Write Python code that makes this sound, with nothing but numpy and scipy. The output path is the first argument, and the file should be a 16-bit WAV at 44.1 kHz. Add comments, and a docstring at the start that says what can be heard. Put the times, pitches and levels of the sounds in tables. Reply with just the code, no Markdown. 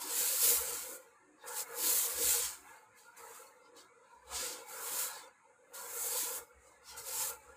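"""A short grass broom sweeps a concrete floor, sandals scuff between the strokes; one phone microphone close by.
Broom: random clicks over a smooth rub, coloured by the stalks, with single loud snaps.
House drone: background noise in narrow bands, let through by a noise suppressor during strokes, level uneven.
Air on the microphone: low noise bands let through likewise, with separate thuds.
A thin steady hiss stays in the pauses.
"""
import sys
import numpy as np
from scipy import signal
from scipy.fft import rfft, irfft
from scipy.io import wavfile
from scipy.ndimage import uniform_filter1d

SR = 44100
rng = np.random.default_rng(int(sys.argv[2]) if len(sys.argv) > 2 else 0)


def waveform_to_disk(signal):
    """Save audio, clipped to [-1, 1], as 16-bit WAV at the path in sys.argv[1]."""
    frames = np.transpose(np.atleast_2d(signal))
    scaled = np.clip(frames, -1, 1) * 32767
    samples = np.round(scaled).astype(np.int16)
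    wavfile.write(sys.argv[1], SR, samples)


N = 333396
HZ = np.arange(N // 2 + 1) * SR / N + 1e-9  # above zero for the logarithm


def undb(db):
    """dB to amplitude gain."""
    return 10 ** (np.asarray(db) / 20)


def unit(x):
    """Scale to rms 1."""
    return x / np.sqrt(np.mean(x ** 2))


def shape(points):
    """Gain over frequency, from (Hz, dB) points joined on a log frequency axis."""
    hz, db = np.transpose(points)
    return undb(np.interp(np.log(HZ), np.log(hz), db))


def colour(x, gain):
    """Filter by a gain over frequency."""
    return irfft(rfft(x) * gain, N)


def walk(rate_hz):
    """Random levels held for 1 / rate_hz and smoothed twice; spread near 1."""
    hold = int(SR / rate_hz)
    steps = np.repeat(rng.standard_normal(N // hold + 1), hold)
    return 0.64 * uniform_filter1d(uniform_filter1d(steps, hold), hold)[:N]


def patchy(x, depth_db, width_hz, hold_s):
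    """Small regions of pitch and time swell and fade at random; depth may change in time; rms 1."""
    frame = 1024
    _, frame_s, spectrum = signal.stft(x, SR, nperseg=frame)
    field = rng.standard_normal(spectrum.shape)
    for axis, size in enumerate((width_hz * frame / SR, 2 * hold_s * SR / frame)):
        field = uniform_filter1d(field, max(int(size), 1), axis=axis)
    depth_db = np.interp(frame_s, np.arange(N) / SR, np.broadcast_to(depth_db, N))
    # the last term keeps the mean power whatever the depth
    gain = undb(depth_db * unit(field) - depth_db ** 2 * np.log(10) / 20)
    return unit(signal.istft(spectrum * gain, SR, nperseg=frame)[1][:N])


def patch_depth_db(level_db):
    """Noise suppression makes faint sound very patchy, firm sound less so."""
    return np.interp(level_db, (-68, -42), (7, 2.5))


def bands(modes, depth_db, width_hz, hold_s):
    """Noise in steep resonances (width to -6 dB), patchy in time and pitch; rms 1."""
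    power = 0
    for hz, band_hz, db in modes:
        power = power + undb(2 * db) / band_hz / (1 + (2 * (HZ - hz) / band_hz) ** 2) ** 2
    noise = colour(rng.standard_normal(N), np.sqrt(power))
    return patchy(noise, depth_db, width_hz, hold_s)


def swells(peak_s, rise_s, fall_s, db):
    """Level in dB of overlapping swells, summed in power; rise and fall reach 20 dB below the peak."""
    swell_power = 1.5  # 1 = pointed peak, 2 = round
    grid = np.arange(0, N, 32)
    peak_s, rise_s, fall_s, db = (np.reshape(column, (-1, 1)) for column in (peak_s, rise_s, fall_s, db))
    late_s = grid / SR - peak_s
    far = np.where(late_s < 0, -late_s / rise_s, late_s / fall_s)
    power = np.sum(undb(2 * (db - 20 * far ** swell_power)), axis=0)
    return np.interp(np.arange(N), grid, 10 * np.log10(power + 1e-12))


def sum_gain(first_db, second_db):
    """Gain of two levels added in power."""
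    return np.hypot(undb(first_db), undb(second_db))


def opening_db(stroke_offset_db):
    """Broom level that opens the noise suppressor: each stroke offset, power smoothed twice."""
    peak_s, rise_s, fall_s, db = np.transpose(STROKES)[:4]
    k = int(0.045 * SR)
    power = undb(2 * swells(peak_s, rise_s, fall_s, db + stroke_offset_db))
    power = uniform_filter1d(uniform_filter1d(power, k), k)
    return 10 * np.log10(np.abs(power) + 1e-12)


# Background let through by the suppressor. Each row: opening broom level in dB,
# then the levels before waver in dB of the upper, lowest and main drone, deep air and upper air.
LET_THROUGH = [(-92, -67.5, -91, -69.5, -102, -95), (-63, -62.5, -81.5, -64.5, -93, -91),
               (-47.5, -51.5, -74, -55, -92, -80.5), (-31, -49.5, -73, -50, -89.5, -82)]


def passed_db(column, open_db, waver_db):
    """Level of one band group let through at an opening level, plus a slow random waver."""
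    levels = np.transpose(LET_THROUGH)
    return np.interp(open_db, levels[0], levels[column]) + waver_db * walk(6)


# Hiss spectrum. Each row: frequency in Hz, relative density in dB per Hz.
HISS_SPECTRUM = [(60, -1.5), (250, 4.5), (600, -6), (3000, -23), (6100, -18), (6400, 0.5), (8900, -1.5),
                 (9400, -14), (10000, -8), (11000, -13), (12000, -28), (15500, -36)]


def hiss():
    """Steady coloured noise."""
    hiss_db = -76.5
    return undb(hiss_db) * unit(colour(rng.standard_normal(N), shape(HISS_SPECTRUM)))


# Air thuds. Each row: peak in seconds, rise and fall in seconds to -20 dB, deep and upper part in dB.
AIR_THUDS = [(.1, .07, .1, -72, -82), (.48, .08, .33, -61, -81), (.63, .26, 0.27, -60, -68),
             (.83, 0.37, 0.027, -70.5, -76), (1.87, .14, .07, -78, -85), (2.16, .05, 0.39, -56, -71),
             (2.5, .06, 0.087, -79, -80), (2.93, .1, 0.066, -95, -75), (3.22, .05, .15, -78, -82),
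             (4.39, 0.18, 0.1, -56, -80), (5.96, .24, .13, -86, -79), (6.42, 0.15, .03, -68.5, -72),
             (6.57, 0.07, .26, -68, -84), (6.95, .19, 0.18, -66.5, -78), (7.25, 0.16, 0.26, -61.5, -71),
             (7.53, 0.19, 0.051, -68, -76)]
# Deep and upper air bands. Each row: centre in Hz, width in Hz, relative power in dB.
AIR_DEEP = [(65, 9, 0), (35, 30, -30)]
AIR_UPPER = [(116.6, 20, -1), (193, 90, -3)]


def air():
    """Air on the microphone: two low noise bands let through during strokes, with added thuds."""
    open_db = opening_db(np.transpose(STROKES)[6])
    *times, thud_deep_db, thud_upper_db = np.transpose(AIR_THUDS)
    deep_db = passed_db(4, open_db, waver_db=3)
    upper_db = passed_db(5, open_db, waver_db=3.03)
    deep = bands(AIR_DEEP, depth_db=4, width_hz=50, hold_s=.05)
    upper = bands(AIR_UPPER, depth_db=3, width_hz=50, hold_s=.05)
    return (sum_gain(deep_db, swells(*times, thud_deep_db)) * deep
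            + sum_gain(upper_db, swells(*times, thud_upper_db)) * upper)


# Lowest, main and upper drone bands. Each row: centre in Hz, width in Hz, relative power in dB.
LOW_BANDS = [(304, 58, 0), (370.6, 26, -2)]
MAIN_BANDS = [(474.3, 38, -1), (516.7, 49, -3), (551.7, 54, -8)]
HIGH_BANDS = [(731, 26, -16.5), (865.4, 62, -3.5), (979, 230, -0.5), (1340, 550, -1.5), (1390, 97, -3.5),
              (1682, 108, -7.5), (2147, 450, -7.5), (2540, 400, -12), (3870, 1000, -17.5)]
# Brief rises of the lowest bands. Each row: peak in seconds, seconds to -20 dB on each side, level in dB.
LOW_RISES = [(0.055, .06, -55), (.19, 0.07, -57), (0.497, .09, -57), (0.752, .06, -56.5), (.93, .08, -60),
             (1.33, 0.16, -68), (1.87, 0.12, -53.5), (2.23, 0.11, -50.5), (2.62, 0.12, -63),
             (3.8, 0.2, -69), (4.42, 0.04, -51), (4.515, 0.11, -54.5), (4.934, 0.03, -54.5),
             (6.07, 0.04, -67.5), (6.235, 0.01, -51)]
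# Brief dips of the main bands. Each row: centre in seconds, length in seconds to 1/e of the depth, depth in dB.
MAIN_DIPS = [(0.036, 0.072, -15), (0.393, .06, -14), (0.588, 0.029, -19), (0.8, 0.066, -22),
             (1.19, 0.13, -11), (1.655, .05, -3), (2.01, 0.029, -14), (2.573, 0.24, -20.5),
             (2.95, 0.083, -4), (3.138, 0.082, -20), (3.36, 0.047, -19), (3.865, 0.056, -18),
             (4.688, 0.066, -10), (5.115, 0.035, -21), (5.213, 0.037, -18), (5.378, 0.12, -29),
             (6.01, 0.043, -16), (6.236, 0.038, -16), (6.88, 0.061, -16)]


def drone():
    """Background drone in narrow bands, let through by a noise suppressor during strokes, with uneven level."""
    upper_offset_db, main_offset_db = np.transpose(STROKES)[6:8]
    upper_open_db, main_open_db = opening_db(upper_offset_db), opening_db(main_offset_db)
    high_db = passed_db(1, upper_open_db, waver_db=2)
    low_db = passed_db(2, main_open_db, waver_db=3)
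    main_db = passed_db(3, main_open_db, waver_db=1.46)
    for at_s, length_s, depth_db in MAIN_DIPS:
        main_db = main_db + depth_db * np.exp(-(2 * (np.arange(N) / SR - at_s) / length_s) ** 2)
    rise_peak_s, side_s, rise_db = np.transpose(LOW_RISES)
    low_gain = sum_gain(low_db, swells(rise_peak_s, side_s, side_s, rise_db))
    high = bands(HIGH_BANDS, depth_db=patch_depth_db(high_db), width_hz=90, hold_s=.09)
    low = bands(LOW_BANDS, depth_db=3, width_hz=90, hold_s=.06)
    main = bands(MAIN_BANDS, depth_db=3.5, width_hz=90, hold_s=0.063)
    return undb(high_db) * high + low_gain * low + undb(main_db) * main


def slips(per_s, mean_extra_db, smooth):
    """Stalk tips let go at random moments with random force, over a smooth rub."""
    moment, sign, force = rng.random((N, 3)).T
    extra_db = -mean_extra_db * np.log(force + 1e-9)
    clicks = (moment < per_s / SR) * np.sign(sign - .5) * undb(extra_db)
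    return unit(clicks) + smooth * rng.standard_normal(N)


# Stalk spectrum. Each row: frequency in Hz, relative density in dB per Hz.
STALK_SPECTRUM = [(880, -23), (1500, -14.5), (1820, -10.5), (3510, -7.5), (4440, -3), (5950, -6.5),
                  (7300, -1), (9330, -3), (10100, 2.5), (11400, 2.5), (12700, 2.5), (14400, 2.5),
                  (15400, 1)]
# Microphone port dips. Each row: centre in Hz, width in Hz to 1/e of the depth, depth in dB.
PORT_DIPS = [(9300, 410, -4), (11250, 900, -5), (13850, 1000, -6)]


def stalk_body():
    """Gain of the stalks over frequency, with the port dips."""
    body = shape(STALK_SPECTRUM)
    for hz, width_hz, db in PORT_DIPS:
        body = body * undb(db * np.exp(-(2 * (HZ - hz) / width_hz) ** 2))
    return body


# Single stalks that snap loudly. Each row: time in seconds, peak in dB.
LOUD_SNAPS = [(1.476, -33), (1.5744, -21), (1.5964, -24), (1.736, -32), (1.7574, -29), (3.7668, -43),
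              (4.3794, -29), (5.1791, -32), (5.2194, -45), (5.7433, -35), (5.8745, -35), (6.9775, -35)]


def snaps(body):
    """Single impulses that ring with the stalk spectrum."""
    impulses = np.zeros(N)
    for at_s, db in LOUD_SNAPS:
        impulses[int(at_s * SR)] = undb(db)
    return colour(impulses, body / irfft(body, N).max())


# Broom pushes and sandal scuffs. Each row: peak in seconds, rise and fall in seconds to -20 dB, level in dB,
# shaft and flat stalks in dB re level, fine tips in dB re level, how far the stroke opens the suppressor
# for upper drone and air in dB re level, and for main and lowest drone in dB re level.
STROKES = [(0.018, 0.032, 0.14, -46.5, -2, 2, -2, 1), (0.11, 0.028, 0.11, -46.5, -3, -6, -1, 0),
           (0.254, 0.23, 0.25, -35, -5.5, 3.5, -2.5, -8), (0.497, 0.19, 0.15, -31.5, -6, 6, 9, 10),
           (0.752, 0.587, 0.22, -42.5, -6.5, 1, -4, 8), (0.961, 0.71, 0.024, -53.5, -13, 2.5, 0.0, 0.5),
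           (1.03, 0.05, 0.15, -73, -4, -4.0, 1.5, -13), (1.43, 0.05, 0.05, -75.5, 7.5, -10.0, 0.0, 0),
           (1.483, 0.025, 0.031, -45, -7.5, 0, 5, 8.5), (1.599, 0.11, 0.048, -39, -7, 2, -2, -5),
           (1.781, 0.012, 0.166, -57, -11.5, -4, 0.0, -3), (1.847, 0.095, 0.45, -37.5, -4, 5, -4, 11),
           (1.98, 0.24, 0.154, -35, -9, 4.5, 16.5, 7), (2.298, 0.19, 0.175, -31.5, -6.5, 1.5, -2.5, -4),
           (2.431, 0.29, 0.15, -38.5, -4.5, -2.5, -0.5, 0), (2.695, 0.163, 0.18, -64.5, -8.5, -1, 10, 7),
           (2.988, 0.046, 0.174, -65.0, -2.5, -2, 1, -7), (3.174, 0.012, 0.34, -58.5, -7.5, 0.5, 7.5, 7.5),
           (3.375, 0.214, 0.15, -57, -8, -0.5, 1.5, 3), (3.67, 0.06, 0.06, -84.0, 9, -8.0, 0.0, -7),
           (3.777, 0.027, 0.099, -61.5, 4.5, -5.5, 1.5, -6), (4.14, 0.19, 0.147, -81, 2, -4, 3, 0),
           (4.348, 0.0144, 0.055, -46, -2, -17, 5, -4), (4.364, 0.068, 0.21, -41, -1, -6, -0.5, -8),
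           (4.45, 0.14, 0.187, -45, -2, -1.5, 3.5, 12.5), (4.729, 0.085, 0.34, -51, -7.5, 2.5, 0.0, 4),
           (5.019, 0.26, 0.11, -39, -5.5, 4, 8.5, 6), (5.181, 0.457, 0.097, -54.5, 0, -4, 0.5, 7),
           (5.27, 0.1, 0.029, -69, -7, -8, 11, 13), (5.747, 0.014, 0.26, -49.5, -6, 1.5, -3, -7),
           (6.034, 0.2, 0.262, -40.0, -12, 3.5, 3.5, 8), (6.196, 0.218, 0.18, -39, -5.5, 3, -8, -11),
           (6.363, 0.31, 0.058, -45, -7.5, 4, 2.5, 7), (6.43, 0.1, 0.024, -62.5, -12, -4, 3, -12),
           (6.69, 0.157, 0.13, -67.5, -10, -8.5, 4, 7), (6.897, 0.061, 0.11, -55.5, 2, -3, -1.5, -6),
           (6.981, 0.021, 0.076, -48.5, -5.5, 0, 0.5, -3.5),
           (7.094, 0.076, 0.225, -46.0, -5.5, 1.5, -4, -6), (7.22, 0.17, 0.12, -38, -7.5, 1.5, 1.5, -13),
           (7.3, 0.12, 0.023, -45.5, -6.5, 5, 2, 7), (7.453, 0.6, 0.599, -69.5, -11, -7.5, 8.5, 9)]


def broom():
    """Slipping stalks in three ranges; pressure on the floor shivers along the stroke."""
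    peak_s, rise_s, fall_s, db, flat_re_db, tips_re_db, *_ = np.transpose(STROKES)
    level_db = swells(peak_s, rise_s, fall_s, db)
    flat_db = swells(peak_s, rise_s, fall_s, db + flat_re_db)
    tips_db = swells(peak_s, rise_s, fall_s, db + tips_re_db)
    body = stalk_body()
    # steep borders: flat stalks, middle, fine tips
    below_middle, below_tips = (1 / (1 + (HZ / hz) ** 40) for hz in (6160, 9510))
    shiver_db = 1.9 * walk(45) + 0.82 * walk(150)
    rub = slips(per_s=4000, mean_extra_db=0.5, smooth=1.0) * undb(shiver_db)
    # the noise suppressor leaves the lower rub patchy in pitch and time, more so when faint
    flat = patchy(colour(rub, body * below_middle), patch_depth_db(level_db), width_hz=130, hold_s=.08)
    middle = patchy(colour(rub, body * (below_tips - below_middle)), depth_db=1.0, width_hz=400, hold_s=.04)
    tips = unit(colour(rub, body * (1 - below_tips)))
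    tips_db = tips_db + 0.64 * walk(25)
    return undb(flat_db) * flat + undb(level_db) * middle + undb(tips_db) * tips + snaps(body)


def scene():
    """All sources at one microphone, sent to both channels."""
    return np.tile(hiss() + air() + drone() + broom(), (2, 1))


def record(dry):
    """The phone drops the deepest bass and cuts the top."""
    bottom_hz, top_hz = 47.05, 15480
    thin = signal.sosfilt(signal.butter(2, bottom_hz, "high", fs=SR, output="sos"), dry)
    return signal.sosfilt(signal.ellip(14, .2, 80, top_hz, fs=SR, output="sos"), thin)


dry = scene()
out = record(dry)
waveform_to_disk(out)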